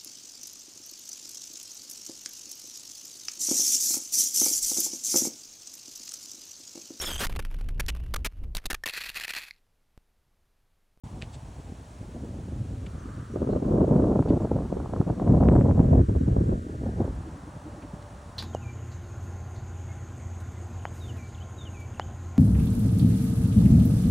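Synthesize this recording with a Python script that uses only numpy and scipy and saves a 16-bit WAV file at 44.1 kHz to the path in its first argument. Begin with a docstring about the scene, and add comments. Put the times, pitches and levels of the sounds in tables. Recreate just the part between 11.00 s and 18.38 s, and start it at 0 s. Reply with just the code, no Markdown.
"""Edge of a tidal marsh: gusts of wind buffet a hand-held microphone.
Large eddies rumble on its two ports, small ones flutter when the gust is strong, and single eddies
hit as thumps and pops. Behind the wind lie a far wash of traffic with a faint whine, thin hiss,
distant birds and a few ticks and bumps of the hand on the case."""
import sys
import numpy as np
from scipy import signal
from scipy.fft import rfft, irfft
from scipy.io import wavfile

SR = 44100
rng = np.random.default_rng(int(sys.argv[2]) if len(sys.argv) > 2 else 0)


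def waveform_to_disk(signal):
    """Save audio, clipped to [-1, 1], as 16-bit WAV at the path in sys.argv[1]."""
    frames = np.transpose(np.atleast_2d(signal))
    scaled = np.clip(frames, -1, 1) * 32767
    samples = np.round(scaled).astype(np.int16)
    wavfile.write(sys.argv[1], SR, samples)


N = 325458
T = np.arange(N) / SR
HZ = np.fft.rfftfreq(N, 1 / SR) + 1e-3

# Breeze, two long gusts, one short: (time [s], large-eddy level [dB], middle-eddy level [dB])
WIND_LEVELS = [(0.0, -43.5, -49.5), (0.2, -39, -42), (0.28, -41.5, -51.5), (0.95, -42.5, -49),
               (1.22, -38.5, -40.5), (1.62, -33.5, -41.5), (2.0, -37.5, -44), (2.33, -39.5, -43.5),
               (2.45, -29.5, -28.5), (2.8, -27.5, -20.5), (3.05, -28.5, -22), (3.35, -26.5, -25),
               (3.85, -33.5, -35), (4.24, -30.5, -27), (4.31, -19.5, -20), (4.55, -17.5, -18),
               (4.98, -15.5, -20), (5.14, -20.5, -29.5), (5.54, -25.5, -29), (5.65, -40, -41.5),
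               (5.84, -30.5, -35), (6.02, -28, -28), (6.12, -31, -40.5), (6.35, -44, -48.5),
               (7.38, -44.5, -52)]


def wind(low_hz=140, high_hz=450, churn_hz=50, puff_db=1.97, steady_db=-20):
    """Eddies of three sizes, churned by the same turbulence; lulls still the smallest most."""
    # Eddy spectrum: (frequency [Hz], relative level [dB])
    spectrum = [(20, -20), (40, 2.5), (70, 6.5), (160, 0.5), (250, -1), (385, -10), (597, -10),
                (1080, -26.5), (1400, -46), (1900, -79), (3000, -77.5), (6000, -125)]
    large_db, middle_db = curves(WIND_LEVELS)
    small_db = middle_db - 11.5 + 0.41 * (middle_db - large_db)
    fitful = np.clip((steady_db - middle_db) / 20, 0, 1)  # a breeze puffs, a full gust blows evenly
    puffs = noise(below(HZ, 12, order=4) * below(5.6, HZ, order=4))
    drop_db = lull_db() + puff_db * fitful * puffs
    colour = spectrum_gain(spectrum)
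    under_low, under_high = below(HZ, low_hz, order=5), below(HZ, high_hz, order=5)
    churn = np.clip(noise(below(HZ, churn_hz, order=2)), -2.5, 2.5)

    def eddies(band, churn_db):
        return steadied(port_noise(colour * band) * gain_of(churn_db * churn), window_s=0.12)

    rumble = eddies(under_low, churn_db=1)
    body = eddies(np.sqrt(1 - under_low ** 2) * under_high, churn_db=3)
    flutter = eddies(np.sqrt(1 - under_high ** 2), churn_db=3.5)
    return (gain_of(large_db - 0.5 - 0.96 * drop_db) * rumble
            + gain_of(middle_db - 0.5 - drop_db) * body
            + gain_of(small_db - 1.5 * drop_db) * flutter)


def lull_db():
    """Drop in wind level as the flow briefly lets go of the ports."""
    # Lulls, negative for a surge: (time [s], half length [s], depth [dB])
    lulls = [(0.87, 0.081, 4.5), (1.404, 0.016, 2.5), (2.33, 0.015, -1), (2.395, 0.014, -2.5),
             (2.459, 0.011, 9), (2.52, 0.0064, 3), (2.593, 0.016, 6.5), (2.645, 0.05, 4),
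             (2.863, 0.013, 6.5), (3.017, 0.0048, 1.5), (3.146, 0.0058, 5.5), (3.186, 0.0041, 8),
             (3.236, 0.035, 8.5), (3.282, 0.012, 1), (3.392, 0.0087, 12), (3.431, 0.01, 5.5),
             (3.481, 0.02, 11), (3.682, 0.022, 7.5), (3.887, 0.0062, 15), (4.049, 0.013, 9.5),
             (4.156, 0.026, 9.5), (4.392, 0.01, 4.5), (4.636, 0.022, 5.5), (4.745, 0.035, 8),
             (4.871, 0.044, 5.5), (4.96, 0.008, -2), (5.064, 0.029, 13.5), (5.203, 0.021, 11.5),
             (5.253, 0.015, 7), (5.311, 0.0099, 4), (5.454, 0.017, 1.5), (5.745, 0.03, 1.5),
             (5.947, 0.022, 6.5)]
    return sum(depth_db * swell(s, half_s) for s, half_s, depth_db in lulls)


def buffets(cycles=2.09, top_hz=1550, push_share=0.48, size=4096):
    """Single eddies: one push in a few cycles of churning; the smaller, the shorter and brighter."""
    # Strongest eddies on the ports: (time [s], level [dB], corner [Hz])
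    hits = [(0.724, -27.5, 323), (1.161, -32, 330), (1.238, -24, 300), (1.291, -34, 328), (1.484, -26, 270),
            (1.611, -20.5, 168), (1.653, -28.5, 260), (1.781, -27, 129), (2.06, -26.5, 302),
            (2.202, -30.5, 290), (2.343, -23.5, 380), (2.36, -12, 530), (2.372, -18, 420), (2.42, -10, 450),
            (2.429, -17.5, 560), (2.475, -19, 720), (2.494, -9.5, 476), (2.527, -18, 450),
            (2.534, -14, 560), (2.553, -13.5, 430), (2.563, -13, 480), (2.572, -19.5, 700),
            (2.604, -22, 600), (2.626, -17.5, 450), (2.652, -16, 450), (2.719, -15, 380), (2.745, -11, 423),
            (2.786, -11, 480), (2.818, -12.5, 310), (2.83, -12, 370), (2.846, -10, 420), (2.881, -10, 394),
            (2.922, -9, 380), (2.964, -2, 324), (3.001, -7, 310), (3.024, -15, 616), (3.031, -7.5, 230),
            (3.104, -15, 380), (3.131, -14, 520), (3.159, -12.5, 580), (3.194, -12, 412), (3.204, -7, 241),
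            (3.263, -16.5, 560), (3.276, -21, 620), (3.309, -4.5, 310), (3.324, -12, 397),
            (3.342, -12.5, 345), (3.375, -11.5, 490), (3.409, -20, 473), (3.431, -20, 460),
            (3.452, -13.5, 460), (3.474, -23, 700), (3.517, -10.5, 470), (3.566, -16, 506),
            (3.577, -17.5, 380), (3.588, -21.5, 694), (3.604, -18, 300), (3.65, -30, 370),
            (3.727, -13, 470), (3.771, -12.5, 383), (3.802, -22, 850), (3.861, -21, 940),
            (3.937, -16.5, 745), (3.964, -20, 870), (4.005, -7.5, 303), (4.014, -19.5, 795),
            (4.077, -15.5, 440), (4.091, -23, 796), (4.102, -12.5, 510), (4.108, -10, 240),
            (4.2, -18.5, 600), (4.302, -3, 237), (4.314, -12, 380), (4.324, -5.5, 220), (4.369, -19, 300),
            (4.409, -13, 520), (4.416, -8, 226), (4.429, -11.5, 600), (4.483, -9, 252), (4.519, -14, 330),
            (4.557, -3, 260), (4.562, -8, 545), (4.59, -7.5, 300), (4.65, -6, 278), (4.696, -20.5, 810),
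            (4.708, -15, 228), (4.795, -16, 520), (4.804, -2, 229), (4.934, -3.5, 360), (4.982, -8.5, 330),
            (4.994, -16, 540), (5.011, -6.5, 230), (5.095, -15, 400), (5.117, -14.5, 165),
            (5.164, -10.5, 310), (5.214, -10.5, 300), (5.236, -15, 273), (5.283, -11.5, 363),
            (5.324, -13.5, 171), (5.367, -14.5, 490), (5.385, -15, 170), (5.415, -10, 307),
            (5.494, -11.5, 330), (5.527, -19, 330), (5.67, -22.5, 418), (5.7, -19.5, 300),
            (5.839, -19, 440), (5.864, -24, 560), (5.893, -21, 430), (6.007, -12.5, 404), (6.05, -25, 487),
            (6.079, -25, 620), (6.086, -20, 250), (6.941, -25, 306)]
    out = np.zeros((2, N))
    t, hz = event_axes(size)
    for s, db, corner_hz in hits:
        colour = below(hz, 1.046 * corner_hz, order=3.54) * below(0.27 * corner_hz, hz, order=2)
        colour *= below(hz, top_hz, order=6)
        churn = port_noise(colour, size) * np.exp(-(t * corner_hz / cycles) ** 2)
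        churn /= abs(churn).max(1, keepdims=True)
        phase = 2 * np.pi * rng.random((2, 1))
        push = np.fft.fftshift(irfft(colour * np.exp(1j * phase)), axes=1)
        push /= abs(push).max()
        add(out, s, gain_of(db) * (push_share * push + (1 - push_share) * churn))
    return out


def pops(low_hz=300, top_hz=4200, size=4096):
    """A small eddy bursts right on the port: one spike of suction, equal in both channels."""
    # Bursts: (time [s], peak [dB], brightness [Hz])
    bursts = [(3.193, -12.5, 343), (3.226, -21, 520), (4.199, -18.5, 470), (4.277, -20, 500),
              (4.299, -21, 400), (4.351, -21, 400), (4.436, -17.5, 500), (4.456, -22, 450),
              (4.4876, -12.5, 1000), (4.514, -20, 430), (4.554, -17, 500), (4.612, -17.5, 580),
              (4.672, -24, 400), (4.712, -16, 460), (4.794, -15.5, 400)]
    out = np.zeros((2, N))
    _, hz = event_axes(size)
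    for s, peak_db, bright_hz in bursts:
        colour = np.exp(-hz / bright_hz) * below(low_hz, hz, order=2) * below(hz, top_hz, order=8)
        spike = np.fft.fftshift(irfft(colour))
        add(out, s, -gain_of(peak_db) * spike / spike.max())
    return out


def spits(per_s=18, over_wind_db=-4, scatter_db=4.5, corner_hz=700, low_hz=220, top_hz=1500):
    """Tiny eddies pop at random, scaled by the wind that carries them."""
    _, middle_db = curves(WIND_LEVELS)
    scatter = np.clip(rng.standard_normal(N), -2, 2)
    peak_db = middle_db - lull_db() + over_wind_db + scatter_db * scatter
    impulses = (rng.random(N) < per_s / SR) * gain_of(peak_db) * rng.choice([-1, 1], (2, N))
    colour = below(HZ, corner_hz, order=3) * below(low_hz, HZ, order=2) * below(HZ, top_hz, order=6)
    return irfft(rfft(impulses) * colour, N) / irfft(colour, N).max()


def spread(mid_side, hollow, lull_widening=0.58, dip_octaves=0.36):
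    """Mid/side to left/right: central bass, one wide band, wider in lulls; hollow thins its centre."""
    # Band where the ports differ: (time [s], base side/mid at 1 kHz [dB], low edge [Hz], high edge [Hz])
    wide_band = [(0, -3.5, 905, 1500), (1.0, 0.5, 830, 1370), (1.7, 4, 590, 1080), (2.28, 1.5, 480, 1120),
                 (2.4, 2, 302, 1030), (2.75, 2.5, 315, 940), (3.15, -0.5, 297, 840), (3.5, -4.5, 293, 830),
                 (3.8, 7.5, 243, 595), (4.3, 6, 153, 590), (4.78, 5.5, 177, 655), (4.9, 6, 210, 1260),
                 (5.15, 6.5, 241, 1060), (5.48, 11, 330, 1300), (5.65, 3.5, 580, 1370),
                 (5.85, -1.5, 710, 1590), (6.1, 0, 845, 1370), (7.38, -5, 844, 1420)]
    # Brief dips of the mid signal: (time [s], half length [s], depth [dB], centre [Hz])
    mid_dips = [(2.45, 0.6, 6, 825), (5.049, 0.042, 29, 695), (5.13, 0.02, 15, 780), (5.197, 0.02, 23, 880),
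                (5.234, 0.028, 26, 694), (5.325, 0.021, 10, 950), (5.46, 0.046, 28, 820),
                (5.578, 0.042, 34, 1000), (5.63, 0.041, 34, 880), (5.663, 0.022, 11, 1270),
                (5.774, 0.082, 15, 1130), (5.93, 0.056, 11, 1150)]
    hz, t, (mid, side) = signal.stft(mid_side, SR, nperseg=1024, noverlap=768)
    hz = hz[:, None] + 1
    db, low_hz, high_hz, drop_db = (np.interp(t, T, c) for c in curves(wide_band) + [lull_db()])
    band = below(low_hz, hz, order=6) * below(hz, high_hz, order=11) * below(hz, 1900, order=10)
    side_gain = gain_of(db + lull_widening * drop_db) * (hz / 1000) ** 2.11 * band
    dip_db = sum(depth_db * np.exp(-((t - s) / half_s) ** 4 - (np.log2(hz / dip_hz) / dip_octaves) ** 2)
                 for s, half_s, depth_db, dip_hz in mid_dips)
    spectra = np.array([mid * gain_of(-dip_db), side * side_gain]) / (1 + side_gain ** 2) ** (hollow / 2)
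    return left_right(*signal.istft(spectra, SR, nperseg=1024, noverlap=768)[1][:, :N])


def overload(x, ceiling=0.75, rasp_db=-33, low_hz=610, top_hz=1900):
    """Hard blows round off in the microphone; air rasps on the port at each pressure crest."""
    rounded = ceiling * np.tanh(x / ceiling)
    rasp = noise(below(low_hz, HZ, order=3) * below(HZ, top_hz, order=6))
    return rounded + gain_of(rasp_db) * rasp * rounded.mean(0) ** 2


def ticks(low_hz=1350, top_hz=9400, ring_hz=7700, dip_hz=5900, width_hz=800, size=4096):
    """Dry snaps and scuffs on the case, which adds one high ring above a dip."""
    # Handling contacts: (time [s], level [dB], half length [s], centre [Hz], snap share [0-1])
    contacts = [(0.2177, -31, 0.0007, 2700, 0.9), (0.2232, -21, 0.0012, 2750, 0.6),
                (0.231, -42, 0.015, 2200, 0), (0.345, -43, 0.014, 4430, 0.1),
                (1.867, -40, 0.0052, 2600, 0.17), (3.296, -45, 0.011, 3000, 0.05),
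                (6.826, -46, 0.009, 1850, 0), (7.026, -49, 0.004, 4370, 0.2)]
    out = np.zeros((2, N))
    t, hz = event_axes(size)
    ring_db = 8 * np.exp(-((hz - ring_hz) / width_hz) ** 2)
    dip_db = 8 * np.exp(-((hz - dip_hz) / width_hz) ** 2)
    case = below(hz, top_hz, order=12) * below(low_hz, hz, order=3) * gain_of(ring_db - dip_db)
    for s, db, half_s, centre_hz, snap_share in contacts:
        colour = case * below(hz, 1.6 * centre_hz, order=2) * around(hz, centre_hz, half_octaves=1)
        scuff = noise(colour, size) * np.exp(-(t / half_s) ** 2)
        snap = np.fft.fftshift(irfft(colour))
        tick = snap_share * snap / snap.max() + (1 - snap_share) * scuff / abs(scuff).max()
        add(out, s, gain_of(db) * tick)
    return out


def bumps(case_hz=295, half_s=0.02, top_hz=700):
    """The hand bumps the case, which gives a dull, brief hum."""
    # Soft bumps: (time [s], level [dB])
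    touches = [(6.281, -40), (6.385, -47), (6.478, -43.5), (6.67, -39.5), (6.78, -43), (6.848, -40.5)]
    hum = noise(below(HZ, top_hz, order=4) * around(HZ, case_hz, half_octaves=0.17))
    envelope = sum(gain_of(db) * swell(s, half_s) for s, db in touches)
    return envelope * steadied(hum[None], window_s=0.03)


def traffic(top_hz=1900):
    """Far, dull wash; its centre drifts and it narrows as a vehicle passes."""
    # Traffic band: (time [s], level [dB], centre [Hz], half width [octaves])
    track = [(0, -55.5, 910, 0.43), (.6, -55.5, 725, 0.83), (1.15, -57.5, 840, 1), (1.8, -57.5, 794, 1),
             (2.03, -52, 1130, 0.56), (2.2, -51.5, 1180, 0.53), (2.36, -56.5, 1190, 0.7),
             (2.6, -54.5, 1105, 0.43), (4.9, -56, 1070, 0.97), (5.6, -54.5, 1260, 0.46),
             (5.9, -52.5, 1250, 0.69), (6.2, -52, 980, 0.95), (6.8, -51, 804, 1), (7.38, -53, 945, 1)]
    db, centre_hz, half_octaves = curves(track)
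    far = port_noise(below(HZ, top_hz, order=6) * below(HZ, 1000, order=1))
    hz, t, spectra = signal.stft(far, SR, nperseg=1024)
    band = around(hz[:, None] + 1, np.interp(t, T, centre_hz), np.interp(t, T, half_octaves))
    wash = signal.istft(spectra * band, SR, nperseg=1024)[1][:, :N]
    return gain_of(db) * steadied(wash, window_s=0.28)


def whine(pitch_waver=0.0057, waver_hz=24.8, flicker_db=3.0):
    """Far, unsteady notes that swell and fade in the traffic."""
    # Swells: (time [s], half length [s], pitch [Hz], level [dB])
    swells = [(0.98, 0.22, 597, -61), (6.75, 0.27, 587, -57), (7.1, 0.27, 586, -57)]
    slow = below(HZ, waver_hz, order=2)
    clock_s = np.cumsum(1 + pitch_waver * noise(slow)) / SR
    notes = sum(gain_of(db) * swell(s, half_s) * np.sin(2 * np.pi * hz * clock_s)
                for s, half_s, hz, db in swells)
    return np.sqrt(2) * gain_of(flicker_db * noise(slow)) * notes


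def hiss(mid_db=-61.5):
    """Even, thin hiss of the open air and the microphone."""
    # Hiss spectrum: (frequency [Hz], relative level [dB])
    spectrum = [(1100, -109), (1500, -99), (2000, -97.5), (3000, -99), (4500, -102), (6000, -101),
                (7700, -101), (9500, -106), (11000, -112), (12000, -132), (15500, -117)]
    # Stereo width: (frequency [Hz], side/mid [dB])
    width = [(2000, -24.5), (4200, -37), (5000, 4), (6000, -42), (7700, -4), (9500, 0.5), (11000, 9.5),
             (12000, 25), (15500, 8.5)]
    mid, side = port_noise(spectrum_gain(spectrum))
    side = irfft(rfft(side) * spectrum_gain(width), N)
    return gain_of(mid_db) * left_right(mid, side)


def birds(gain_db=-3, size=32768):
    """Short gliding calls, blurred by distance into narrow bands of noise."""
    # Calls: (time [s], half length [s], pitch [Hz], glide [Hz/s], width [Hz], relative level [dB])
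    calls = [(2.01, .025, 6100, 0, 400, -65), (2.335, .014, 6000, 0, 500, -65),
             (2.52, .025, 4100, 3004, 500, -61), (3.43, .014, 7400, -3, 450, -63),
             (4.56, .065, 7750, 300, 70.5, -67), (4.85, .1, 7480, -900, 90, -71),
             (5.2, 0.061, 3830, -900, 91, -72), (5.23, .035, 7470, -1800, 90, -70),
             (5.47, 0.06, 7480, 899, 110, -66), (5.59, .06, 7410, -800, 90, -71)]
    out = np.zeros((2, N))
    t, hz = event_axes(size)
    for s, half_s, pitch_hz, glide_hz_per_s, width_hz, db in calls:
        phase = 2 * np.pi * (pitch_hz * t + glide_hz_per_s * t ** 2 / 2)
        in_phase, quadrature = port_noise(below(hz, width_hz / 2, order=2), size)
        whistle = in_phase * np.cos(phase) + quadrature * np.sin(phase)
        add(out, s, gain_of(db + gain_db) * whistle * np.exp(-(t / half_s) ** 2))
    return out


def gain_of(db):
    """Decibels to amplitude."""
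    return 10 ** (np.asarray(db) / 20)


def spectrum_gain(points):
    """(Hz, dB) points as gains over HZ, interpolated in log frequency."""
    hz, db = np.transpose(points)
    return gain_of(np.interp(np.log(HZ), np.log(hz), db))


def curves(rows):
    """Each column after the time column as a curve over T."""
    s, *columns = np.transpose(rows)
    return [np.interp(T, s, column) for column in columns]


def swell(s, half_s):
    """Gaussian rise and fall around time s."""
    return np.exp(-((T - s) / half_s) ** 2)


def below(hz, corner_hz, order):
    """Low-pass gain; high-pass with the two frequencies swapped."""
    return 1 / np.sqrt(1 + (hz / corner_hz) ** (2 * order))


def around(hz, centre_hz, half_octaves):
    """Band-pass gain, symmetric in octaves."""
    return 1 / (1 + (np.log2(hz / centre_hz) / half_octaves) ** 2)


def noise(colour, size=N):
    """Unit-rms noise with the given spectrum."""
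    x = irfft(rfft(rng.standard_normal(size)) * colour, size)
    return x / np.sqrt(np.mean(x ** 2) + 1e-20)


def port_noise(colour, size=N):
    """Two unrelated noises; at the ports, mid (shared) and side (opposed)."""
    return np.array([noise(colour, size), noise(colour, size)])


def steadied(x, window_s):
    """Levels each noise to unit rms: slow swells go, fast flutter stays."""
    window = signal.windows.hann(int(window_s * SR) + 3)
    power = signal.fftconvolve(x ** 2, window[None] / window.sum(), "same", axes=1)
    return x / np.sqrt(np.maximum(power, 1e-4))


def left_right(mid, side):
    """Signals of the two ports."""
    return np.array([mid + side, mid - side])


def event_axes(size):
    """Centred time [s] and frequency [Hz] axes of a short event."""
    return (np.arange(size) - size / 2) / SR, np.fft.rfftfreq(size, 1 / SR) + 1e-3


def add(mix, s, sound):
    """Mixes a sound in, centred on time s; mono goes to both channels."""
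    size = sound.shape[-1]
    start = max(round(s * SR) - size // 2, 0)
    part = mix[:, start:start + size]
    part += sound[..., :part.shape[1]]


def scene():
    """Wind on the ports over the quiet marsh."""
    eddies = spread(wind() + buffets() + spits(), hollow=0.58)
    gusts = overload(eddies + pops())
    road = whine() + spread(traffic(), hollow=0.68)
    return gusts + road + hiss() + ticks() + bumps() + birds()


def record(dry, notch_hz=4980, notch_width_hz=110, notch_depth=0.85, low_cut_hz=42, top_hz=16000):
    """Microphone: bass cut, one narrow notch, treble limit; opens after 35 ms of silence."""
    notch = 1 - notch_depth * np.exp(-((HZ - notch_hz) / notch_width_hz) ** 2)
    coloured = irfft(rfft(dry) * notch * below(low_cut_hz, HZ, order=3), N)
    fade_in = np.clip((T - 0.035) / 0.004, 0, 1)
    low_pass = signal.firwin(511, top_hz, window=("kaiser", 9), fs=SR)
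    return signal.oaconvolve(coloured * fade_in, low_pass[None], "same")


dry = scene()
out = record(dry)
waveform_to_disk(out)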